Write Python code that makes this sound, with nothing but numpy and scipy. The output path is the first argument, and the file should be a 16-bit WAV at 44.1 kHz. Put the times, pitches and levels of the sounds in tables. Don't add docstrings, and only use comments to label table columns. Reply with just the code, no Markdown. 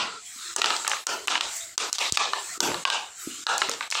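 import sys
import numpy as np
from scipy import signal
from scipy.fft import rfft, irfft, next_fast_len
from scipy.io import wavfile
from scipy.ndimage import uniform_filter1d

SR = 44100
rng = np.random.default_rng(int(sys.argv[2]) if len(sys.argv) > 2 else 0)


def transcribe(signal):
    frames = np.atleast_2d(signal).T
    limited = np.clip(frames, -1, 1)
    pcm = np.round(limited * 32767).astype(np.int16)
    wavfile.write(sys.argv[1], SR, pcm)


def amplitude_ratio(level_db):
    exponent = np.asarray(level_db, float) / 20
    return 10 ** exponent


N = 176400


def unit(x):
    return x / np.sqrt(np.mean(x ** 2, -1, keepdims=True) + 1e-20)


def peak(x):
    return x / np.abs(x).max(1, keepdims=True)


def energy(x):
    return x / np.linalg.norm(x, axis=1, keepdims=True)


def along(points, hz):
    f, v = np.transpose(points)
    return np.interp(np.log(hz + 1), np.log(f + 1), v)


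def filtered(x, response):
    m = next_fast_len(x.shape[-1] + 8192)
    spectrum = rfft(x, m) * response(np.fft.rfftfreq(m, 1 / SR))
    return irfft(spectrum, m)[..., :x.shape[-1]]


def patches(shape, across, along_time):
    field = rng.standard_normal(shape)
    field = uniform_filter1d(field, size=across, axis=-2)
    field = uniform_filter1d(field, size=along_time, axis=-1)
    return field / field.std()


def rush(spectrum, patchy_db):
    z = signal.stft(rng.standard_normal(N + 512), nperseg=512)[2]
    field = patches(z.shape, 5, 16)
    field = field - 0.35 * field ** 2
    x = signal.istft(z * amplitude_ratio(patchy_db * field), nperseg=512)[1][:N]
    low_end, high_end = (spectrum[0][0] / 2, -60), (spectrum[-1][0] * 1.5, -60)
    edge = [low_end, *spectrum, high_end]
    return unit(filtered(x, lambda hz: amplitude_ratio(along(edge, hz))))


def placed(times, sounds):
    out = np.zeros(N + 2 * SR)
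    for s, x in zip(times, sounds):
        out[round((s + 1) * SR):][:len(x)] += x
    return out[SR:SR + N]


# (frequency [Hz], time to fall 60 dB [s])
ROOM_RING = [(200, 0.52), (1000, 0.37), (4000, 0.38), (12000, 0.17)]
# (frequency [Hz], level [dB])
ROOM_COLOUR = [(200, -0.5), (1000, 0.5), (4000, 0), (8000, -1), (14000, -16.5)]


def room(sounds):
    patchy_db, build_s = 2.2, 0.027
    f, u, z = signal.stft(rng.standard_normal((len(sounds), 28000)), SR, nperseg=256)
    colour_db = along(ROOM_COLOUR, f)[:, None]
    decay_db = -60 * u / along(ROOM_RING, f)[:, None]
    tail_db = patchy_db * patches(z.shape, 3, 12) + colour_db + decay_db
    tail = energy(signal.istft(z * amplitude_ratio(tail_db), SR, nperseg=256)[1])
    rise = np.minimum(np.arange(tail.shape[1]) / (build_s * SR), 1)
    return signal.fftconvolve(sounds, tail * rise, axes=1)


# (time [s], level [dB], pitch [Hz], time to fall 60 dB [s], level sent to the room [dB])
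EARLIER_JOLT = (-.06, -24, 248, 0.018, 3)
JOLTS = [(0.360, -44, 252, 0.035, -8), (0.565, -21, 402, 0.017, 5.5), (0.617, -21, 397, 0.018, 5.5),
         (1.069, -24.5, 395, 0.022, 4.5), (1.071, -21.5, 650, 0.012, 9), (1.275, -24, 430, 0.017, -7),
         (1.282, -25.5, 333, 0.026, -0.5), (1.283, -16, 1330, 0.018, 10), (1.778, -22.5, 444, 0.018, 4.5),
         (2.122, -9, 400, 0.0098, -33), (2.124, -4.5, 112.3, 0.012, -32), (2.575, -29, 355, 0.047, 13.5),
         (2.605, -9, 388, 0.015, 5.5), (2.606, -13, 710, 0.0093, 8), (2.689, -28, 183, 0.033, 0),
         (2.853, -12, 930, 0.012, 8), (3.273, -16.5, 296, 0.027, -10.5), (3.468, -16, 856, 0.012, 13),
         (3.619, -29, 384, 0.05, -1.5), (3.686, -26, 283, 0.03, -6.5), (3.695, -17.5, 493, 0.02, -10)]


def frame():
    s, db, hz, t60, room_db = np.transpose([EARLIER_JOLT, *JOLTS])[..., None]
    t = np.arange(8192) / SR
    soft_start = 1 - np.exp(-t / 0.0017)
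    jolts = amplitude_ratio(db - 60 * t / t60) * soft_start * np.sin(2 * np.pi * hz * t)
    return placed(s[:, 0], jolts) + placed(s[:, 0], room(amplitude_ratio(room_db) * jolts))


# (time [s], heard peak [dB], clack pitch [Hz], wood knock [dB], limiter duck [dB])
EARLIER_BLOW = (-0.05, -9, 2600, -1.5, 10.5)
RAIL_BLOWS = [(0.5621, -5.5, 6800, -7, 9), (0.6165, -5.5, 2970, -1.5, 7.5), (0.6421, -5.5, 2870, -2, 6),
              (0.8771, -5.5, 7060, -2.5, 5), (1.0676, -8, 5220, -6, 9), (1.273, -10.5, 7800, -5, 8),
              (1.2805, -7, 2970, -2.5, 8.5), (1.4082, -8.5, 3650, -4.5, 3.5), (1.7781, -6, 5080, -8.5, 10),
              (1.928, -6, 5500, -20.5, 8), (1.983, -12, 4050, -4.5, 10.5), (2.1218, -5, 6700, -23, 8.5),
              (2.172, -3.5, 3240, -1.5, 11.5), (2.6036, -4, 5070, -4, 12), (2.8515, -6, 2860, 1, 9),
              (2.9003, -10, 3570, -2, 8), (3.4668, -8, 4300, 2, 10), (3.902, -13, 6700, -23, 7),
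              (3.808, -13, 1290, 2, -2), (3.9461, -14, 4100, -11, 5)]
# (time [s], heard peak [dB], clack pitch [Hz], wood knock [dB], level sent to the room [dB])
TAPS = [(0.581, -18, 3040, -2, 0), (0.6581, -8.5, 4600, -1, 0), (0.7035, -7, 2870, 6, 3),
        (0.764, -12, 4170, -4, -18), (.847, -17, 1550, 0.5, 0.5), (0.8668, -15, 2310, -1, -2.5),
        (0.8958, -12.5, 7400, -13, 4), (0.9148, -10, 2450, -3.5, -3.5), (0.9323, -15.5, 1235, -6, -17),
        (0.9675, -21, 2550, -10, -21), (1.3537, -7, 2080, 3, -4), (1.376, -17.5, 2800, 7, -7),
        (1.8, -21, 1270, 5, -1), (1.9883, -11.5, 4300, -10, -11), (2.3332, -9, 1300, 10.5, 0.5),
        (2.675, -22, 1000, 4, -9), (2.716, -19, 1490, -2, -12), (2.7432, -13, 1230, 13, -7),
        (2.8738, -20.5, 3570, 7, -2), (3.5792, -7.5, 6760, -10.5, 4.5), (3.6172, -5.5, 1340, 6, 3.5),
        (3.694, -9, 6650, -7, 1), (3.7136, -16, 4060, -6, -7), (3.687, -18, 1300, -5, -18),
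        (3.737, -17.5, 4500, -4, -27), (3.826, -21, 2455, -6, -24), (3.912, -10, 5400, -18, -6),
        (3.923, -12, 2420, -2, 3), (3.952, -12, 2870, 9, 2.5)]


def contacts():
    s, db, hz, knock_db, duck_db = np.transpose([EARLIER_BLOW, *RAIL_BLOWS])
    room_db = 11 + 1.3 * (duck_db - 9)
    return np.hstack([[s, db, hz, knock_db, room_db], np.transpose(TAPS)])


# (pitch [Hz], level [dB], time to fall 60 dB [s])
BOARD_MODES = [(575, -22, 0.0098), (847, -20.5, 0.018), (956, 3, 0.038), (1207, 4, 0.038), (1372, 7, 0.02),
               (1722, -4, 0.07), (2040, -8.5, 0.059), (2870, 5, 0.018), (3705, 10.5, 0.0076)]


def board(chance, damping):
    t = np.arange(4096) / SR
    ring = 0
    for k, (hz, level_db, t60) in enumerate(BOARD_MODES):
        mode_db = level_db + 2 * chance[:, :1, k] - 60 * t * damping / t60
        mode_hz = hz * (1 + 0.068 * chance[:, 1:, k])
        ring = ring + amplitude_ratio(mode_db) * np.sin(2 * np.pi * mode_hz * t)
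    return peak(ring)


def pucks():
    clack_cycles, crack_db, thin_hz = 46, -29, 520
    delay_s = 0.0008
    s, db, hz, knock_db, room_db = contacts()
    t = np.arange(4096) / SR
    c = hz[:, None]
    db = db - limiter_db()[np.maximum((s + delay_s) * SR, 0).astype(int)]

    def clack(f, width):
        resonance = 1j * f * c * width / (c * c - f * f + 1j * f * c * width)
        return resonance ** 2 + amplitude_ratio(crack_db) * (c / 5000) ** 4.5

    def thin(f):
        return (1j * f / (thin_hz + 1j * f)) ** 3

    fall_db = 60 * t * 4000 * (c / 4000) ** 0.53 / clack_cycles
    noise = rng.standard_normal((len(s), len(t))) * amplitude_ratio(-fall_db)
    click = np.zeros_like(noise)
    click[:, 0] = 1
    chance = rng.standard_normal((len(s), 2, len(BOARD_MODES)))
    knock = amplitude_ratio(knock_db)[:, None]

    near_clack = peak(filtered(noise, lambda f: clack(f, 0.89)))
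    near = peak(filtered(near_clack + knock * board(chance, 1), thin))
    far_clack = 1.496 * peak(filtered(click, lambda f: clack(f, 2.2)))
    far = energy(filtered(far_clack + knock * board(chance, 2.2), thin))
    direct = placed(s + delay_s, amplitude_ratio(db)[:, None] * near)
    return direct + placed(s, room(amplitude_ratio(room_db)[:, None] * far))


# (time [s], hiss [dB], board rasp over hiss [dB], finest powder fizz [dB])
SLIDES = [(0, -46, 9.5, -72), (.19, -51, -1, -90), (.27, -44, -15.5, -63.5), (.48, -43, 1.5, -59.5),
          (.8, -38.5, -6, -63), (1.12, -49.5, -10, -57), (1.41, -46, 2, -77), (1.57, -36, -11.5, -50.5),
          (1.74, -51.5, -5, -68), (2.0, -39.5, 0, -53), (2.22, -49, 7.5, -74), (2.45, -39, -8, -59.5),
          (2.68, -40.5, -5, -55), (2.9, -45, -8, -69), (3.141, -51, -5, -75), (3.221, -41.5, -5.5, -54.5),
          (3.45, -43.5, -3, -66), (4, -50, -10, -66)]
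# (frequency [Hz], level per Hz [dB])
HISS = [(1180, -32), (2000, -7.5), (2430, -9.5), (3210, -20), (3950, -20.5), (7580, 2), (10500, -15),
        (13600, -24), (22000, -120)]
RASP = [(180, -17), (300, -26), (336, 2.5), (882, -43), (975, -6), (1350, 6), (2200, -6.5), (4070, 7),
        (6000, -2), (7800, -57), (13200, -120)]
FIZZ = [(10000, 4), (12500, 0), (15500, -2.5)]


def sliding():
    s, *levels = np.transpose(SLIDES)
    hiss_db, rasp_db, fizz_db = [np.interp(np.arange(N) / SR, s, v) for v in levels]
    hiss = rush(HISS, patchy_db=3)
    rasp = rush(RASP, patchy_db=5)
    fizz = rush(FIZZ, patchy_db=10.5)
    return amplitude_ratio(hiss_db + 3.0) * (hiss + amplitude_ratio(rasp_db) * rasp) + amplitude_ratio(fizz_db + 14.5) * fizz


# (time [s], length [s], from pitch [Hz], to pitch [Hz], level [dB])
SCRAPES = [(0.0, 0.23, 1410, 1325, -37.5), (0.059, 0.18, 430, 448, -53.5), (0.247, 0.094, 3200, 3280, -50),
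           (0.293, .08, 1600, 1715, -58), (0.373, 0.16, 1250, 1374, -50), (0.381, 0.11, 3890, 3410, -45),
           (0.439, 0.12, 1700, 2200, -51), (1.206, 0.13, 400, 384, -48), (1.501, 0.26, 680, 635, -54.5),
           (1.584, 0.13, 1900, 2170, -54), (1.602, 0.053, 3600, 3900, -41.5),
           (1.686, 0.067, 2100, 1960, -52), (2.0, .1, 2200, 2300, -40), (2.298, 0.2, 400, 396, -51.5),
           (2.488, 0.066, 1750, 2180, -42.5), (2.511, 0.15, 700, 660, -52.5),
           (2.546, 0.11, 1300, 1280, -38.5), (2.604, 0.1, 12500, 12200, -30), (2.66, 0.18, 600, 520, -41),
           (2.999, 0.12, 850, 795, -47), (3.218, 0.172, 1247, 1425, -50), (3.286, 0.14, 2840, 3220, -47),
           (3.69, 0.094, 480, 451, -39)]


def scrapes():
    s, length, from_hz, to_hz, db = np.transpose(SCRAPES)[..., None]
    t = np.arange(SR // 3) / SR
    u = np.clip(t / length, 0, 1)
    hz = from_hz + (to_hz - from_hz) * u
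    width_hz = 0.11 * from_hz[..., None]
    grit = rng.standard_normal((len(s), 2, len(t)))
    grit = filtered(grit, lambda f: 1 / (1 + (2 * f / width_hz) ** 2))
    turn = 2 * np.pi * np.cumsum(hz, axis=1) / SR
    sound = unit(grit[:, 0] * np.cos(turn) + grit[:, 1] * np.sin(turn))
    swell = np.abs(np.sin(np.pi * u ** 0.49))
    return placed(s[:, 0], amplitude_ratio(db) * swell * sound)


# (frequency [Hz], level per Hz [dB])
HUM = [(15, -48), (25, 7.5), (361, -6), (556, -39), (723, 7.5), (1000, -18), (1300, -34), (2200, -120)]


def hum():
    return amplitude_ratio(-66) * rush(HUM, patchy_db=-1.5)


def scene():
    return (frame() + pucks() + sliding() + scrapes() + hum())[None]


def limiter_db():
    frame_s, ahead_s, hold_s = 0.02, 0.01, 0.021
    snap_s, snap_share, creep_s = 0.0014, 0.39, 0.051
    s, *_, duck_db = np.transpose([EARLIER_BLOW, *RAIL_BLOWS])[..., None]
    t = np.arange(0, N, 8) / SR
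    edge = np.floor((s - ahead_s) / frame_s) * frame_s
    drop = np.clip((t - edge) / 0.00033, 0, 1)
    lead = 1 + 0.45 * (t < s - 0.001) * (t - edge) / frame_s
    after = np.maximum(t - s - hold_s, 0)
    snap = snap_share * np.exp(-after / snap_s)
    creep = (1 - snap_share) * np.clip(1 - after / creep_s, 0, 1)
    duck = np.maximum(duck_db, 0) * drop * lead * (snap + creep)
    return np.interp(np.arange(N) / SR, t, -duck.max(0))


# (from time [s], to time [s], depth [dB])
GATE = [
    (1.012, 1.0669, 8),
    (1.743, 1.7782, 18),
    (2.544, 2.603, 8),
    (2.833, 2.852, 15.5),
    (3.876, 3.902, 4),
]


def gate_db():
    start, end, depth_db = np.transpose(GATE)[..., None]
    t = np.arange(N) / SR
    closing = np.clip((t - start) / (end - start), 0, 1) * (t < end)
    return -(depth_db * closing).sum(0)


# (frequency [Hz], level [dB])
MIC = [(25, -22), (70, 0), (7500, -0.5), (9000, -3.5), (10500, -9), (16000, -7.5)]


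def microphone(x):
    return filtered(x, lambda hz: amplitude_ratio(along(MIC, hz)) * np.where(hz < 15900, 1, amplitude_ratio(-25)))


def top_cut(x):
    return signal.sosfilt(signal.butter(12, 16860, fs=SR, output="sos"), x)


def record(dry):
    mix = microphone(dry * amplitude_ratio(limiter_db() + gate_db()))
    return top_cut(mix)


dry = scene()
out = record(dry)
transcribe(out)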